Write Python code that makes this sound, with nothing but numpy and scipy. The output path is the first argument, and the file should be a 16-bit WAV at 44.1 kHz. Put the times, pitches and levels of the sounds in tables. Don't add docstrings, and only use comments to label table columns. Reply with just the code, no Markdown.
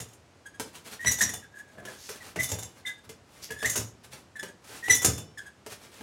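import sys
import numpy as np
from scipy import signal
from scipy.io import wavfile
from scipy.ndimage import uniform_filter1d

SR = 44100
rng = np.random.default_rng(int(sys.argv[2]) if len(sys.argv) > 2 else 0)


def master_out(mix):
    frames = np.transpose(np.atleast_2d(mix))
    ceiling = np.clip(frames, -1, 1)
    pcm = np.round(ceiling * 32767).astype(np.int16)
    wavfile.write(sys.argv[1], SR, pcm)


N = 265482
T = np.arange(SR // 2) / SR


def amp(db):
    return 10 ** (np.asarray(db) / 20)


def unit(x):
    return x / np.sqrt(np.mean(x ** 2) + 1e-20)


def crest(x, size=176):
    loudest_power = uniform_filter1d(x ** 2, size, mode="constant").max()
    return x / np.sqrt(loudest_power + 1e-20)


def read(points, hz):
    table_hz, value = np.transpose(points)
    return np.interp(np.log(hz + 1), np.log(table_hz), value)


def between(first, last, share):
    return first + (last - first) * share


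def add(mix, s, sound):
    part = mix[max(round(s * SR), 0):][:len(sound)]
    part += sound[:len(part)]


def colour(x, points, tilt_db=0, size=4096):
    hz = abs(np.fft.fftfreq(size, 1 / SR))
    octaves = np.log2(np.maximum(hz, 500) / 4000)
    log_gain = np.log(amp(read(points, hz) + tilt_db * octaves))
    taps = np.fft.ifft(np.exp(np.conj(signal.hilbert(log_gain)))).real
    return signal.fftconvolve(x, taps)[:len(x)]


def wander(count, hz):
    knots = rng.standard_normal(count)
    return np.interp(np.arange(count) * hz / SR, np.arange(count), knots)


def ringing(modes, spread):
    hz, db, t60 = np.transpose(modes)[:, :, None]
    hz = hz * (1 + spread * rng.standard_normal(hz.shape))
    t = T[:len(T) * 2 // 3]
    return amp(db - 60 * t / t60) * np.sin(2 * np.pi * hz * t)


# (frequency [Hz], level [dB])
AIR_SPECTRUM = [(25, -41.5), (50, 2), (95, 7.5), (160, 2), (400, -1), (800, -5), (1600, -10), (4000, -16.5),
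                (7000, -18.5), (10000, -26), (16000, -41)]


def garage_air(level_db=-56):
    return amp(level_db) * unit(colour(rng.standard_normal(N), AIR_SPECTRUM))


# (time [s], rings level [dB], time to go slack [s], squeal length [s],
# squeal level [dB], mean pitch [Hz], glide [Hz], overtones re the tone [dB], lead-in [s])
LIFTS = [(1.057, -22, 0.055, 0.035, -23.5, 1959, -16, -2, 0.066),
         (2.389, -26.5, 0.04, 0.023, -28, 2004, 25, -25, 0.021),
         (3.645, -23, .048, 0.0204, -21.5, 1910, 337, -9, 0.028),
         (4.895, -21.5, 0.049, 0.036, -18.5, 1977, -32, -3.5, 0.071)]
# (time [s], clash level [dB], clash decay [s], gathering level [dB],
# boom level [dB], boom lag [s], bounce time [s], rebound level [dB])
DROPS = [(0.001, -37, 0.011, -54, -39, 0.0044, 0.13, -52), (1.211, -21.5, 0.014, -29, -36, .012, .124, -31),
         (2.516, -28, 0.0051, -32.5, -30, .006, .109, -34), (3.755, -25, 0.022, -35, -30.5, .031, .12, -55),
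         (5.045, -14.5, .012, -27, -24.5, 0.019, .132, -35.5)]


def clashes():
    for s, db, slack, length, squeal_db, *tone in LIFTS:
        yield s + 0.008, squeal_db - 6.5, 0.022, -4.5
        yield s + slack, db, 0.013, -3.5
    for s, db, decay, gather_db, boom_db, lag, bounce, rebound_db in DROPS:
        yield s - 0.029, gather_db, 0.021, -6
        yield s, db, decay, -6
        yield s + 0.64 * bounce, rebound_db - 1, 0.0098, -6
        yield s + bounce, rebound_db, 0.0098, -6


# (frequency [Hz], level [dB], t60 [s])
STEEL_MODES = [(2967, -16.5, 0.42), (3550, -1, 0.065), (4100, -24.5, .12), (4820, -16.5, 0.089),
               (5400, -10, 0.32), (5900, -16, 0.1), (6100, -12, 0.14), (6100, -23, .13),
               (6280, -6.5, 0.071), (6940, -5, 0.16), (7040, -9, 0.027), (6760, 1.5, 0.096),
               (7500, -16.5, 0.13), (7530, 0, 0.085), (8530, -10.5, 0.12), (9000, -22.5, 0.067),
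               (9400, -0.5, 0.084), (8900, -2, 0.093), (10500, -2.5, 0.07), (10650, -14, 0.029),
               (13600, -30.5, .06)]
# (frequency [Hz], level [dB])
CLASH_SPECTRUM = [(200, -25.5), (1000, -19), (2200, -14.5), (3500, -11), (4700, -11), (6500, 7), (9000, -3),
                  (12000, 2.5), (16000, -7)]


def jangles(level_db=-2, ring_db=-5, contacts_per_s=1300, scrape=.14, rise_share=0.27):
    out = np.zeros(N)
    for s, level, decay, tilt in clashes():
        hits = rng.random(len(T)) < contacts_per_s / SR
        contacts = rng.standard_normal(len(T)) * (scrape + hits)
        contacts *= np.exp(-T / decay) * (1 - np.exp(-T / (rise_share * decay)))
        weights = rng.choice([-1, 1], len(STEEL_MODES)) * rng.uniform(0.336, 1, len(STEEL_MODES))
        ring = signal.fftconvolve(contacts, weights @ ringing(STEEL_MODES, spread=0.0035))[:len(T)]
        clatter = crest(colour(contacts, CLASH_SPECTRUM, tilt))
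        add(out, s, amp(level + level_db) * crest(clatter + amp(ring_db) * crest(ring)))
    return out


# (time [s], slap level [dB], follow-through [0 flick, about 1 full; more is deeper],
# squareness of the first contact [0-1])
PUNCHES = [(0.598, -30.5, 0.1, 0.85), (0.752, -42.5, 0.3, 0.17), (1.046, -29.5, .95, 0.13),
           (1.851, -39.5, 0.3, 0), (2.090, -36.5, 0.1, 0.12), (2.359, -30.5, 0.85, 0.06),
           (3.0931, -43.5, 0.04, 0.65), (3.489, -48.5, 1.17, 0.3), (3.505, -38.5, 0, 0.11),
           (3.627, -28.5, 0.81, 0), (4.43, -35.5, 0.36, 0.7), (4.882, -28, .85, 0.16),
           (5.664, -39, 0.28, 0.9), (6.010, -41.5, 0.86, .95)]


def blows():
    for s, db, follow, square in PUNCHES:
        yield s, db, between(-30.5, -4, follow), between(1.5, -9, follow), square
    for s, clash_db, decay, gather_db, boom_db, lag, bounce, rebound_db in DROPS:
        db = boom_db - 2
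        yield s, db, clash_db - 15 - db, clash_db - 5.5 - db, 0.12
        yield s + bounce, rebound_db - 10.5, between(-30.5, -4, 0.53), between(1.5, -9, 0.4), 0


def burst(decay, tick, rise):
    crush = rng.standard_normal(len(T)) * np.exp(-T / decay) * (1 - np.exp(-T / rise))
    crush /= np.linalg.norm(crush)
    crush[0] += tick
    return crush


# (frequency [Hz], level [dB], t60 [s])
KNOCK_MODES = [(320, 6, 0.021), (432.3, 0, 0.052), (637, -7, 0.073), (910, 0, 0.031)]
# (frequency [Hz], level [dB])
SLAP_SPECTRUM = [(100, -12), (250, -11.5), (420, 1.5), (650, 2.5), (850, -5), (1400, -5), (3000, -6),
                 (6000, -27.5), (16000, -50)]
THUD_SPECTRUM = [(25, -47), (45, -27), (75, 0), (140, -8.5), (250, -9), (600, -29), (2000, -57.5)]
CRACK_SPECTRUM = [(500, -52), (2500, -0.5), (6000, 11), (10000, 7.5), (16000, -4)]


def punches(slap_db=-3, knock_db=-2, thud_db=-3, crack_db=-4):
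    out = np.zeros(N)
    for s, db, thud_re_slap, crack_re_slap, square in blows():
        knock = ringing(KNOCK_MODES, spread=0.073).sum(0)
        firmness = max(square, .05)
        knock *= 1 - np.exp(-T[:len(knock)] * firmness / 0.00056)
        slap = colour(burst(decay=0.0064, tick=0.82 * square, rise=0.00084), SLAP_SPECTRUM)
        thud = colour(burst(decay=0.036, tick=0.8 * square, rise=0.0042), THUD_SPECTRUM)
        crack = colour(burst(decay=0.0057, tick=0.74 * square, rise=0.0063), CRACK_SPECTRUM)
        add(out, s, amp(db + knock_db) * np.sqrt(firmness) * crest(knock))
        add(out, s, amp(db + slap_db) * crest(slap))
        add(out, s, amp(db + thud_re_slap + thud_db) * crest(thud))
        add(out, s, amp(db + crack_re_slap + crack_db) * crest(crack))
    return out


# (time [s], level [dB])
FOOTFALLS = [(3.068, -47), (4.086, -49)]


def thumps():
    yield from FOOTFALLS
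    for s, db, follow, square in PUNCHES:
        yield s + 0.01794, db + between(-23.5, -3, follow)
    for s, clash_db, decay, gather_db, boom_db, lag, bounce, rebound_db in DROPS:
        yield s + lag, boom_db
        yield s + bounce, rebound_db - 9.5


# (frequency [Hz], level [dB], t60 [s])
BRACKET_MODES = [(82.5, -13.5, 0.13), (119.6, -1, 0.26), (164, -5.5, 0.18), (209, -19.5, 0.3),
                 (314, -36, 0.18)]


def booms(rise_s=0.0026):
    out = np.zeros(N)
    for s, level in thumps():
        boom = ringing(BRACKET_MODES, spread=0.067).sum(0)
        add(out, s, amp(level) * boom * (1 - np.exp(-T[:len(boom)] / rise_s)))
    return out


# (time [s], length [s], level [dB], mean pitch [Hz], glide [Hz],
# overtones re the tone [dB])
SQUEAKS = [(0.456, 0.022, -44, 1635, -8, -6.5), (1.207, 0.015, -20, 1877, 380, -6),
           (1.22, .021, -40, 1951, -82, 11), (1.29, 0.019, -39, 1917, -70, -8),
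           (1.425, 0.023, -51, 1653, -180, -23), (1.539, 0.035, -49.5, 1675, -29, -26),
           (1.563, 0.051, -44, 1676, 42, -18.5), (1.778, 0.032, -51.5, 1680, -100, -12.5),
           (1.873, 0.021, -46.5, 1703, -20, -22), (2.203, 0.034, -49.5, 1914, -140, -37),
           (2.849, 0.053, -35.5, 2033, -18, -27), (2.851, 0.06, -45.5, 1683, -105, -9),
           (2.859, 0.029, -34, 3620, 68, -42), (3.502, 0.033, -39.5, 1685, -37, -12),
           (3.561, 0.076, -42.5, 1746, 88, -7.5), (4.355, .022, -39, 1760, -138, -34),
           (4.386, 0.025, -38.5, 1726, -13, -8.5), (5.373, 0.024, -37, 1694, -190, -7.5)]


def slips(creep_below_hz=1800, creep_gap_s=.058, creep_length_s=0.031, creep_hz=1653):
    for s, rings_db, slack, length, db, hz, glide, bright_db, lead in LIFTS:
        first_hz = hz - glide / 2
        yield s - lead, lead * 0.95, db - 16, first_hz * .935, first_hz * 0.99, -22
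        yield s, length, db, first_hz, first_hz + glide, bright_db
    for s, length, db, hz, glide, bright_db in SQUEAKS:
        yield s, length, db, hz - glide / 2, hz + glide / 2, bright_db
        if hz < creep_below_hz:
            creep_db = min(db - 11, -48)
            yield s + length + creep_gap_s, creep_length_s, creep_db, creep_hz, creep_hz, bright_db


# (frequency [Hz], level [dB])
HOOK_RESPONSE = [(1500, -12), (3500, -5.5), (4000, -10), (4900, -13), (5950, 3.5), (6700, -6), (8000, -7.5),
                 (10000, -9), (12000, -24), (16000, -20.5)]
# (frequency [Hz], level [dB])
SCRAPE_SPECTRUM = [(300, -1.5), (1200, -10.5), (1850, 11), (2500, -4), (3600, 3.5), (4600, -8), (6500, 3),
                   (10000, -1.5), (13000, -8), (16000, -12)]


def squeaks(level_db=1, jitter=0.015, jitter_hz=1400, flutter_db=3.0, scatter_db=4, scrape_db=-13.5):
    out = np.zeros(N)
    for s, length, db, first_hz, last_hz, bright_db in slips():
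        n = int(length * SR)
        hz = np.linspace(first_hz, last_hz, n) * (1 + jitter * wander(n, jitter_hz))
        phase = 2 * np.pi * np.cumsum(hz) / SR
        upper = np.zeros(n)
        for k in range(2, 8):
            if k * first_hz < SR / 2:
                flutter = unit(amp(scatter_db * wander(n, hz=426)))
                upper += amp(read(HOOK_RESPONSE, k * first_hz)) * flutter * np.sin(k * phase)
        rasp = rng.standard_normal(n) * (1 + np.cos(phase))
        scrape = unit(colour(rasp, SCRAPE_SPECTRUM))
        grip = signal.windows.tukey(n, 0.25) * amp(flutter_db * wander(n, hz=245))
        bite = unit(np.sin(np.linspace(0, 2.4, n)))
        edge = bite * (amp(bright_db) * upper + amp(scrape_db) * scrape)
        add(out, s, amp(db + level_db) * grip * (np.sin(phase) + edge))
    return out


# (time of the crest [s], half width [s], level [dB])
BRUSHES = [(0.682, 0.02, -53), (0.759, 0.02, -48.5), (0.872, .015, -44), (0.928, 0.019, -42.5),
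           (1.919, 0.037, -48), (2.155, 0.021, -47.5), (2.265, 0.038, -47.5), (2.78, 0.023, -55),
           (3.05, 0.0091, -54), (3.38, 0.06, -54.5), (4.048, 0.0078, -47.5), (4.134, 0.01, -43.5),
           (4.161, .04, -53.5), (4.649, 0.0058, -50), (4.704, .03, -47.5), (4.761, .036, -46),
           (5.722, 0.017, -42.5), (5.84, 0.034, -52), (5.97, 0.048, -51.5)]


def rubs(count=8):
    fidgets = [(s, 0.027, -60) for s in rng.uniform(0, N / SR, count)]
    return [(s, width, db, -1 + 0.094 * (db + 50)) for s, width, db in BRUSHES + fidgets]


def strokes(rows, spectrum, level_db, grain_db, grain_hz):
    out = np.zeros(N)
    for s, width, db, tilt in rows:
        t = np.arange(-3 * width, 3 * width, 1 / SR)
        grains = rng.standard_normal(len(t)) * amp(grain_db * wander(len(t), grain_hz))
        swell = np.exp(-(t / width) ** 2 / 2)
        add(out, s + t[0], amp(db + level_db) * unit(colour(grains, spectrum, tilt)) * swell)
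    return out


# (time of the crest [s], half width [s], level [dB], treble tilt [dB per octave])
GLOVE_SLIDES = [(2.04, 0.043, -42.5, -3), (2.105, 0.023, -40, -2), (3.44, 0.011, -35, -2)]
STRAP_CREAKS = [(1.80, 0.038, -48.5, -6.5), (1.875, 0.022, -46.5, -5)]
# (frequency [Hz], level [dB])
CLOTH_SPECTRUM = [(60, -7.5), (200, 4), (700, 5), (1500, 4.5), (3000, 2.5), (6500, 1), (10000, 0),
                  (16000, -10.5)]
VINYL_SPECTRUM = [(300, -38), (1500, -11), (3000, -6), (4200, -2), (5600, 4.5), (6800, 3), (8000, -4),
                  (11000, -3), (16000, -13)]
STRAP_SPECTRUM = [(150, -14.5), (230, -10), (330, -16), (510, -11.5), (590, -8), (690, -3), (820, -20),
                  (1400, -13), (4000, -19.5)]


def swishes():
    cloth = strokes(rubs(), CLOTH_SPECTRUM, level_db=-1.0, grain_db=2.0, grain_hz=918)
    vinyl = strokes(GLOVE_SLIDES, VINYL_SPECTRUM, level_db=-6.5, grain_db=-4, grain_hz=1170)
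    straps = strokes(STRAP_CREAKS, STRAP_SPECTRUM, level_db=-1.5, grain_db=8, grain_hz=308.0)
    return cloth + vinyl + straps


# (frequency [Hz], t60 [s])
GARAGE_DECAY = [(80, 0.51), (260, 0.68), (700, 0.36), (1200, 0.36), (2000, 0.32), (5000, 0.31),
                (9000, 0.24), (15000, 0.22)]


def garage(x, gap_s=0.0036, swing_s=1.232, early_db=3, early_s=0.053, echoes_per_s=4000):
    out = np.zeros(N)
    swing = 2 * np.pi * np.arange(N) / SR / swing_s
    for share in (np.cos(swing / 2), np.sin(swing / 2)):
        present = (rng.random(len(T)) < echoes_per_s / SR) * (T > gap_s)
        taps = rng.choice([-1., 1.], len(T)) * present
        taps *= amp(early_db * np.exp(-(T / early_s) ** 2))
        hz, t, bands = signal.stft(taps, SR, nperseg=256)
        bands = bands * amp(-60 * t / read(GARAGE_DECAY, hz)[:, None])
        tail = signal.istft(bands, SR, nperseg=256)[1]
        out += signal.fftconvolve(x * share, tail / np.linalg.norm(tail))[:N]
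    return out


def scene(punch_room_db=-1, jangle_room_db=-4, squeak_room_db=-4, boom_room_db=-10, swish_room_db=-3):
    sources = [(jangles(), jangle_room_db), (punches(), punch_room_db), (booms(), boom_room_db),
               (squeaks(), squeak_room_db), (swishes(), swish_room_db)]
    direct = sum(sound for sound, room_db in sources)
    echoes = garage(sum(amp(room_db) * sound for sound, room_db in sources))
    return (direct + echoes + garage_air())[None]


def suppress(x, depth_db=2.4, half_cut_db=5.83258):
    bands = signal.stft(x, SR, nperseg=512, noverlap=384)[2]
    power = uniform_filter1d(uniform_filter1d(abs(bands) ** 2, size=25, axis=1), size=7, axis=2)
    power_db = 10 * np.log10(abs(power) + 1e-20)
    over_db = power_db - np.percentile(power_db, 12, axis=2, keepdims=True)
    bands = bands * amp(-depth_db / (1 + np.exp((over_db - half_cut_db) / 2)))
    return signal.istft(bands, SR, nperseg=512, noverlap=384)[1][:, :N]


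def record(dry, low_hz=56, edge_hz=16200):
    thinned = signal.sosfilt(signal.butter(4, low_hz, "high", fs=SR, output="sos"), dry)
    band_limit = signal.firwin(511, edge_hz, window=("kaiser", 9), fs=SR)
    return signal.oaconvolve(suppress(thinned), band_limit[None], "same")


dry = scene()
out = record(dry)
master_out(out)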